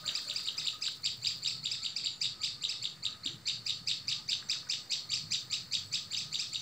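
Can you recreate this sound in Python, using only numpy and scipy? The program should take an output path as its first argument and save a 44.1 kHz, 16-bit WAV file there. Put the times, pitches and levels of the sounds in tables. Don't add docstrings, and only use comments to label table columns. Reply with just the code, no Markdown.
import sys
import numpy as np
from scipy import signal
from scipy.fft import rfft, irfft
from scipy.io import wavfile
from scipy.ndimage import uniform_filter1d

SR = 44100
rng = np.random.default_rng(int(sys.argv[2]) if len(sys.argv) > 2 else 0)


def makeup_ratio(level_db):
    decades = np.asarray(level_db, float) / 20
    return 10 ** decades


def materialize(psi):
    bounded = np.clip(np.atleast_2d(psi).T, -1, 1)
    quanta = np.round(bounded * 32767).astype(np.int16)
    wavfile.write(sys.argv[1], SR, quanta)


N = 291501


def colour(x, points):
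    hz, db = np.transpose(points)
    bins_hz = np.arange(1, 2050) * SR / 4096
    log_gain = np.interp(np.log(bins_hz), np.log(hz), db) * np.log(10) / 20
    cepstrum = irfft(log_gain)
    cepstrum[1:2048] *= 2
    cepstrum[2049:] = 0
    response = irfft(np.exp(rfft(cepstrum)))
    return signal.fftconvolve(x, response)[:len(x)]


def band(x, lo_hz, hi_hz):
    return signal.sosfilt(signal.butter(2, [lo_hz, hi_hz], "bandpass", fs=SR, output="sos"), x)


def level(x, db):
    return x * makeup_ratio(db) / np.sqrt(np.mean(x ** 2))


def curve(table, column):
    points = np.array(table)
    return np.interp(np.arange(N) / SR, points[:, 0], points[:, column])


def walk(rate):
    k = int(SR / rate)
    held = np.repeat(rng.standard_normal(N // k + 1), k)
    return 1.51 * uniform_filter1d(uniform_filter1d(held, k), k)[:N]


def add(track, sound, s):
    i = int((s + .5) * SR)
    track[i:i + len(sound)] += sound[:len(track) - i]


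def bird(chirp, throat, throb, stutter, calls, facing_db, flip_ms, attack_ms, attack_db, breath_db,
         wobble, flutter_db):
    ms, hz, push_db, slope_db = np.transpose(chirp)
    throat_hz, throat_db = np.transpose(throat)
    start_ms, crest_ms, period_ms, depth_db = throb
    lead_start_ms, lead_crest_ms, lead_period_ms, lead_depth_db = stutter
    track = np.zeros(N + SR)
    for s, db, lead_db, lead_ms in calls:
        at = np.where(ms < 0, ms * lead_ms / -ms[0], ms)
        t = np.arange(at[0], at[-1], 1000 / SR)
        chance = rng.standard_normal((3, 4096))[:, :len(t)]
        tremor = uniform_filter1d(uniform_filter1d(chance, 44), 44) * 8
        pitch_scatter = 1 + .005 * chance[2, 0]
        pitch = uniform_filter1d(np.interp(t, at, hz), 66) * pitch_scatter
        phase = 2 * np.pi * np.cumsum(pitch * (1 + wobble * tremor[0])) / SR

        attack = attack_db * np.clip(1 - (t - at[0]) / attack_ms, 0, 1)
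        whistling = 1 / (1 + np.exp(start_ms - t))
        leading = 1 / (1 + np.exp(lead_start_ms - t)) - whistling
        source_db = np.interp(t, at, push_db) + attack
        source_db = source_db + depth_db * np.cos(2 * np.pi * (t - crest_ms) / period_ms) * whistling
        lead_swing = np.cos(2 * np.pi * (t - lead_crest_ms) / lead_period_ms)
        source_db = source_db + lead_depth_db * leading * lead_swing

        gains = []
        for k in range(3):
            overtone_db = k * np.interp(t, at, slope_db)
            passed_db = np.interp(np.log((k + 1) * pitch), np.log(throat_hz), throat_db)
            gains.append(makeup_ratio(source_db + overtone_db + passed_db))
        gains[2] = gains[2] * makeup_ratio(facing_db[np.clip(int(s * SR), 0, N - 1)])
        voice = sum(g * np.sin(k * phase) for k, g in enumerate(gains, 1))
        voice = voice + makeup_ratio(breath_db) * sum(gains) * np.diff(chance[2], prepend=0)
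        effort_db = db + lead_db / (1 + np.exp(t - 2)) + flutter_db * tremor[1]
        add(track, voice * makeup_ratio(effort_db), s + (at[0] - flip_ms) / 1000)
    return track


# (frequency [Hz], gain [dB])
FAR_TREES = [(2000, -17), (3000, -16), (3800, -27), (4400, 11), (4800, -3), (5500, -6.5), (6300, -20),
             (7400, -9.5), (10000, -12)]


def leaves(voice, cover_db, points, bounces, db, t60, far_db, far_t60, rise_ms, drift):
    t = np.arange(SR) / SR
    glint_db = 3 * np.minimum(rng.exponential(size=SR), 5)
    clump_db = 2 * walk(220)[:SR]
    glints = makeup_ratio(glint_db + clump_db)
    build_up = 1 - np.exp(-(t * 1000 / rise_ms) ** 2)
    near = level(glints, 0) * makeup_ratio(db - 60 * (t / t60) ** 1.05) * build_up
    far = makeup_ratio(far_db - 60 * t / far_t60) * np.clip(t / 0.052, 0, 1)
    echo = []
    for _ in range(2):
        near_echo = colour(rng.standard_normal(SR) * near, points)
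        echo.append(near_echo + colour(rng.standard_normal(SR) * far, FAR_TREES))
    margin = (SR // 2, SR // 2)
    turn = drift * np.pad(walk(0.88), margin, mode="edge")
    sent = voice * makeup_ratio(np.pad(cover_db, margin, mode="edge"))
    wet = signal.fftconvolve(sent * np.cos(turn), echo[0])
    wet = wet + signal.fftconvolve(sent * np.sin(turn), echo[1])
    first = sum(makeup_ratio(b_db) * np.roll(voice, int(ms * SR / 1000)) for ms, b_db in bounces)
    return wet[:len(voice)] + first


# (time [s], first bird [dB], mate [dB])
FACING = [(0, 6, 1), (.7, 0, 0.5), (1.4, 6.5, 3.5), (2.1, 2.5, 1), (2.8, 3, 0.5), (3.4, -0.5, 0),
          (3.9, -1, -3), (4.4, 1.5, -4.5), (4.9, 0, 0), (5.4, 2, -0.5), (6, 1.5, 1), (6.61, 1, -1.5)]
# (time [s], first bird [dB], mate [dB])
COVER = [(0, 0.8, -1.8), (.6, -1.2, -0.4), (1.2, 0.8, -0.2), (1.8, 0.5, -0.5), (2.4, -0.6, 0.5),
         (3.1, -1.5, -3), (3.5, 0, 0.1), (4.1, -2, 0.8), (4.8, 0.3, -0.4), (5.4, -0.9, -0.8), (6, 0, -0.5),
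         (6.61, -0.5, 1.2)]
# (time from flip [ms], pitch [Hz], effort [dB], slope [dB per partial])
CHIRP_A = [(-26.5, 1949, -53.5, 0), (-10.5, 2320, -41.5, -1.5), (0, 2540, -40.5, 1), (5, 3000, -35, -5.5),
           (9, 3870, -35, 0.5), (12.5, 4450, -49, 8), (15, 4450, -51.5, 9), (18, 3850, -35, -8),
           (21, 3350, -32, -14), (24, 2732, -27.5, -13), (28.5, 2470, -55.5, -8)]
# (frequency [Hz], gain [dB])
THROAT_A = [(2300, -12.5), (3300, 0.5), (4650, 2), (5000, -13), (6750, -19), (7200, -5), (8300, -24),
            (8950, -14), (9900, -47)]
# (start [ms], first crest [ms], period [ms], depth [dB])
THROB_A = (2.2, 8.93, 4.73, 2.45)
# (start [ms], crest [ms], period [ms], depth [dB])
LEAD_PULSE_A = (-12, -9, 5.5, 5)
# (time [s], level [dB], lead against
# whistle [dB], lead length [ms])
CALLS_A = [(-0.125, -5.5, -1, 26), (0.0789, -0.5, 1, 22.3), (0.2989, -1, -0.5, 27.3),
           (0.475, -0.5, 0.5, 24), (0.6721, 2, -0.5, 25.4), (0.8662, 0.5, 1, 27.3),
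           (1.0609, 0.5, 1, 24.5), (1.2487, 0.5, -2.5, 28), (1.4511, -1.5, -1, 27.6),
           (1.6584, 0, -2.5, 25.4), (1.8516, -0.5, -0.5, 29.4), (2.06, -0.5, 2, 21.2),
           (2.2453, -0.5, 0.5, 26), (2.435, -2.5, 0.5, 26), (2.6405, 0.5, -2.5, 26),
           (2.8438, 0, 0, 25), (3.0539, 1, -1, 25), (3.2619, -0.5, -0.5, 24.3),
           (3.4861, 0, 1.5, 26.5), (3.6957, 2, -1.5, 25.5), (3.9029, 0.5, -0.5, 23.7),
                   (4.1157, 1, -1, 26), (4.3201, 2, -2, 28), (4.5151, -3.5, -3, 26),
                   (4.7241, 0.5, -1.5, 25.5), (4.9241, -1.5, 3.5, 23.8), (5.12, 0.5, 0.5, 25.5),
                   (5.3356, 1, 2, 25.7), (5.529, -0.5, 2, 23.7), (5.741, 1, 1, 25.5),
                   (5.9447, -1.5, 1, 25.6), (6.136, -1, 1, 27), (6.346, 0.5, 0.5, 25.3),
                   (6.547, -2.5, 5, 19.7)]
# (frequency [Hz], gain [dB])
LEAVES_A = [(2000, 3.5), (2700, -7), (3300, -4), (3800, -6.5), (4400, 2.5), (5000, 3.5), (6000, 10.5),
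            (7500, -4.5), (10000, -17.5)]
# (delay [ms], level [dB])
BOUNCE_A = [(3.5, -17), (9, -17), (19, -13)]


def first_parent():
    voice = bird(CHIRP_A, THROAT_A, THROB_A, LEAD_PULSE_A, CALLS_A, curve(FACING, 1),
                 flip_ms=8, attack_ms=4.5, attack_db=-40, breath_db=-31.5, wobble=0.0087, flutter_db=2.5)
    return voice + leaves(voice, curve(COVER, 1), LEAVES_A, BOUNCE_A, db=-28.0, t60=0.31,
                          far_db=-36, far_t60=0.41, rise_ms=7, drift=0.54)


# (time from flip [ms], pitch [Hz], effort [dB], slope [dB per partial])
CHIRP_B = [
    (-14, 1798, -45, -1),
    (-8, 2130, -47.5, 1),
    (-2, 2370, -35, 0),
    (11, 2730, -35, -3),
    (13.5, 3050, -50.5, 7.5),
    (16.5, 3800, -27, -10),
    (22, 4450, -32.5, -15),
    (31.5, 2750, -36, -25),
    (38, 1710, -39.5, -2),
]
# (frequency [Hz], gain [dB])
THROAT_B = [(2000, -14.5), (2700, -4.5), (4200, -12.5), (4750, 3), (6200, -1), (7000, -14.5), (8000, -6.5),
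            (8700, -25)]
# (start [ms], first crest [ms], period [ms], depth [dB])
THROB_B = (13, 15.9, 5.07, 2.7)
# (start [ms], crest [ms], period [ms], depth [dB])
STUTTER_B = (-6, -2, 5, 1)
# (time [s], level [dB], lead against whistle [dB], lead length [ms])
CALLS_B = [(-0.06, -6.5, 5.5, 12.7), (0.1561, -0.5, 2, 13.8), (0.3654, -0.5, 1, 17),
           (0.5828, -0.5, -1, 12.9), (0.8245, -1, -0.5, 11.4), (1.0555, -2, 0.5, 11.7),
           (1.274, -1.5, 2, 15.3), (1.4788, -0.5, 1.5, 15.4), (1.7181, -0.5, 1, 12),
           (1.967, -1.5, 2.5, 9.8), (2.2186, -1, 4, 10.8), (2.4427, 0, 0.5, 10.9), (2.695, 0, 1.5, 11.8),
           (3.4795, -2, 5, 11.7), (3.6678, -1, 0.5, 12), (3.8772, 2.5, -3, 11.5), (4.085, 1.5, -1.5, 11.5),
           (4.2937, 0, 0.5, 15.2), (4.5003, 3, 2, 12.2), (4.7012, 0.5, 2.5, 12), (4.9207, 0.5, 1.5, 9.8),
           (5.1395, 1, -0.5, 15), (5.322, 0.5, 2, 11.6), (5.5346, -0.5, 1, 13.2), (5.737, -0.5, 1, 11.6),
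           (5.942, 1, 0.5, 15.6), (6.1765, -0.5, 0.5, 12), (6.3977, 0, 0, 13), (6.614, -2, -3, 14)]
# (frequency [Hz], gain [dB])
LEAVES_B = [(2000, -5.5), (2700, -6.5), (3300, 7), (3800, 0), (4400, -3), (5000, -5), (6000, -1.5),
            (7500, -2.5), (10000, -7.5)]
# (delay [ms], level [dB])
BOUNCE_B = [(4.5, -17), (11, -27)]


def mate():
    voice = bird(CHIRP_B, THROAT_B, THROB_B, STUTTER_B, CALLS_B, curve(FACING, 2),
                 flip_ms=1, attack_ms=1.8, attack_db=-3, breath_db=-32.5, wobble=0.0066, flutter_db=2.5)
    return voice + leaves(voice, curve(COVER, 2), LEAVES_B, BOUNCE_B, db=-29.5, t60=0.33,
                          far_db=-32.5, far_t60=0.45, rise_ms=4, drift=0.56)


# (frequency [Hz], gain [dB])
PORT = [(1500, 3.5), (3300, -2.5), (3750, 7), (4150, 3.5), (4650, 5), (5200, 1), (5700, 0), (6250, 9),
        (6680, -2.5), (7350, 7.5), (8200, 1), (9500, -3), (13500, -15), (15100, 3)]
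# (frequency [Hz], width [Hz], gain [dB])
RINGS = [(3790, 30, -7), (4240, 60, -2), (4670, 37, -13.5), (4740, 25, -8), (4930, 60, -13),
         (11250, 640, 3.5)]
# (time [s], upper-mid gain [dB])
TILT = [(0, -3.5), (.8, -4.5), (1.6, -7.5), (2.4, -5), (3.2, -2.5), (4, -1), (4.6, 1), (5.3, 3), (6, 1),
        (6.61, 3)]


def birds():
    both = colour(first_parent() + mate(), PORT)[SR // 2:SR // 2 + N]
    both = both + sum(makeup_ratio(db) * band(both, hz - width / 2, hz + width / 2) for hz, width, db in RINGS)
    tilt_db = curve(TILT, 1)
    upper_mid = (makeup_ratio(tilt_db) - 1) * band(both, 5100, 7160)
    treble = (makeup_ratio(0.45 * tilt_db) - 1) * band(both, 6600, 9400)
    return both + upper_mid + treble


# (frequency [Hz], density [dB per Hz])
RUMBLE = [(15, -37), (25, -20), (32, -26), (59, -13), (100, -5.5), (119, 2), (159, 0.5), (260, -14.5),
          (340, -24), (570, -120)]
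# (time [s], level [dB])
RUMBLE_SWELL = [(0, -61), (.3, -60), (.8, -64), (1.6, -55.5), (1.8, -62), (2.5, -60), (3.2, -61),
                (3.6, -58.5), (4.4, -59), (4.95, -67), (5.1, -55), (5.4, -60), (5.7, -59.5), (6.61, -58.5)]


def rumble():
    swell = makeup_ratio(curve(RUMBLE_SWELL, 1) + 2 * walk(9))
    return swell * level(colour(rng.standard_normal(N), RUMBLE), 0.071)


# (time [s], level [dB])
HUM_SWELL = [(0.0, -67), (0.03, -60), (0.68, -70.5), (0.72, -76), (0.74, -60.5), (0.96, -73), (2.01, -68),
             (2.15, -76), (2.36, -61), (2.52, -70.5), (4.9, -68), (4.99, -74), (5.03, -61), (5.38, -76),
             (5.45, -64), (5.96, -73), (5.98, -63.5), (6.61, -70)]


def hum():
    noise = rng.standard_normal(N)
    smear = uniform_filter1d(uniform_filter1d([noise, noise[::-1]], size=500), size=500)
    carrier = np.exp(2j * np.pi * np.cumsum(1250 + 18 * walk(8)) / SR)
    waver = np.real(carrier * (smear[0] + 1j * smear[1]))
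    return makeup_ratio(curve(HUM_SWELL, 1) + 2.5 * walk(14)) * level(waver, -0.36)


# (time [s], rustle [dB])
HAND = [(0, -10), (.05, 7), (.15, 7), (.3, 4), (.45, -2), (.6, 5.5), (.72, -2), (1.0, -3), (2.4, -4.5),
        (3.2, -1), (4.2, -5), (4.55, 2), (4.9, -2), (5.4, -1), (6.61, -4.5)]


def rustle():
    hand_db = curve(HAND, 1)
    low = level(band(rng.standard_normal(N), 194, 980), -69.5)
    leafy = level(band(rng.standard_normal(N), 1220, 2050), -66.5)
    return makeup_ratio(0.63 * hand_db + 1.5 * walk(7.2)) * low + makeup_ratio(hand_db + 2.5 * walk(30)) * leafy


# (frequency [Hz], density [dB per Hz])
AIR = [(15, -59), (35, -34), (130, -4), (700, -19.5), (1260, -17.5), (1700, -21), (2600, -21),
       (3300, -34.5), (4600, -9), (5600, -24), (6600, -26.5), (7300, -18.5), (9600, -32), (16000, -37)]


def air():
    return level(colour(rng.standard_normal(N), AIR), -58.5)


# (time [s], level [dB])
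INSECT = [(0.0, -71), (0.13, -70), (0.42, -72), (0.86, -75), (1.45, -74), (1.67, -79), (1.91, -85),
          (3.54, -81), (4.38, -79), (4.67, -78), (5.25, -76), (5.76, -75), (6.61, -76)]


def insect():
    phase = np.cumsum(19.0 * (1 + 0.063 * walk(3))) / SR
    throb = 0.41 / (1 + np.exp((np.arange(N) / SR - 1.8) / .1))
    strokes = np.exp(throb * np.cos(2 * np.pi * phase))
    strokes = strokes * np.exp(.5 * np.cos(8 * np.pi * phase + 1.4 * walk(6)))
    teeth = band(strokes * rng.standard_normal(N), 14500, 15800)
    return makeup_ratio(curve(INSECT, 1) + 5.0) * level(teeth, 0)


# (time [s], level [dB])
CRACKLE = [(0, -65), (.12, -61), (.35, -60), (.5, -63), (.7, -64.5), (1.0, -69), (1.5, -68), (2, -105),
           (6.61, -65)]


def crackle():
    grain_db, burst_db = 3 * rng.exponential(size=N), 4.5 * walk(140)
    clicks = rng.standard_normal(N) * makeup_ratio(grain_db + burst_db)
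    return makeup_ratio(curve(CRACKLE, 1)) * level(band(clicks, 4200, 8600), 0)


# (time [s], level [dB], pitch [Hz], length [s])
NOTES = [(0.023, -64.5, 602, .11), (0.251, -61.5, 594, .1), (4.192, -65, 1250, 0.06),
         (0.573, -64, 2070, 0.071), (0.731, -55, 1230, 0.034), (2.108, -61, 7050, 0.1),
         (4.097, -73, 7560, 0.11), (4.39, -65, 7600, 0.19), (4.76, -64, 7700, 0.1),
         (5.836, -63, 7800, 0.082), (4.188, -66, 863, 0.043)]


def notes():
    track = np.zeros(N + SR)
    for s, db, hz, length in NOTES:
        t = np.arange(int(length * SR)) / SR
        smear = band(rng.standard_normal(SR // 2), hz - 45, hz + 45)[-len(t):]
        tone = np.sin(2 * np.pi * hz * t) + level(smear, 0)
        add(track, level(tone * np.hanning(len(t)) ** 0.16, db), s)
    return track[SR // 2:SR // 2 + N]


# (time [s], peak [dB], pitch [Hz], t60 [s])
TICKS = [(0.032, -55, 1247, .12), (0.04, -50.5, 1484, 0.11), (0.108, -48, 1570, 0.065),
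         (0.127, -49, 950, .03), (0.19, -52, 1800, .03), (0.225, -56, 1250, 0.071),
         (0.2514, -51, 1510, 0.02), (0.2837, -49, 1410, 0.029), (0.3253, -49, 1490, 0.099),
         (0.3947, -50, 1260, .05), (0.4918, -53, 1250, 0.046), (0.5831, -48, 1300, 0.046),
         (0.616, -46, 1800, .04), (0.655, -54.5, 1250, 0.085), (0.73, -53, 1810, 0.047),
         (0.8825, -39.5, 1560, 0.03), (4.1183, -51, 1800, .03), (4.3277, -53, 1610, .03),
         (4.42, -52, 1320, .03), (4.4258, -43, 1650, 0.035), (4.5323, -52, 1830, .03),
         (4.5516, -47, 1460, 0.033), (4.559, -54, 1285, 0.14), (4.628, -49, 1230, 0.026),
         (4.6698, -45, 1500, 0.036), (4.685, -53, 1210, 0.037)]
# (time [s], peak [dB], pitch [Hz], t60 [s])
SNAPS = [(0.0438, -51, 8550, .015), (0.0992, -54, 11300, 0.01), (0.1705, -50, 9220, .015),
         (0.2513, -48, 8500, 0.01), (0.262, -56, 9900, .01), (0.3381, -52, 9610, 0.013),
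         (0.3381, -39, 8100, 0.013), (0.3805, -59, 9500, .008), (0.405, -46, 9050, 0.012),
         (0.417, -53, 9300, .01), (0.4638, -53, 9200, 0.03), (0.478, -55, 8900, .02),
         (0.6754, -52, 9100, .01), (0.8684, -54, 8800, .01), (0.884, -42, 8350, 0.012)]
# (time [s], peak [dB], pitch [Hz], t60 [s])
KNOCKS = [
    (3.256, -44, 276, 0.1),
    (3.295, -54, 332, 0.34),
    (3.335, -44, 154, 0.13),
]


def twigs():
    track, t = np.zeros(N + SR), np.arange(SR // 4) / SR
    for s, db, hz, t60 in TICKS + SNAPS + KNOCKS:
        edge = band(rng.standard_normal(len(t)), 0.74 * hz, 1.22 * hz) / np.sqrt(hz / SR)
        ring = np.sin(2 * np.pi * hz * t) + 0.48 * edge
        onset = 1 - np.exp(-t * hz / 0.49)
        add(track, makeup_ratio(db - 60 * t / max(t60, .002)) * onset * ring, s)
    return track[SR // 2:SR // 2 + N]


def scene():
    mix = birds() + rumble() + hum() + rustle() + air() + insect() + crackle() + notes() + twigs()
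    return np.tile(mix, (2, 1))


def top_cut(x):
    return signal.sosfilt(signal.butter(12, 15800, fs=SR, output="sos"), x)


# (frequency [Hz], density [dB per Hz])
HISS = [(15, -43), (25, -18), (137, -7.5), (1040, -13), (1230, -2.5), (1400, -11), (3080, -14.5),
        (4030, -3.5), (4740, -14), (6050, -16), (6740, -30), (14800, -21.5), (16000, -21)]


def record(dry):
    hiss = level(colour(rng.standard_normal(N), HISS), -66.5)
    side = hiss + makeup_ratio(-32) * np.roll(dry[0], 3)
    ports = dry + side * np.array([[1], [-1]])
    top = signal.ellip(10, .2, 80, 15550, fs=SR, output="sos")
    mix = signal.sosfilt(top, ports) - .0004
    return top_cut(mix)


dry = scene()
out = record(dry)
materialize(out)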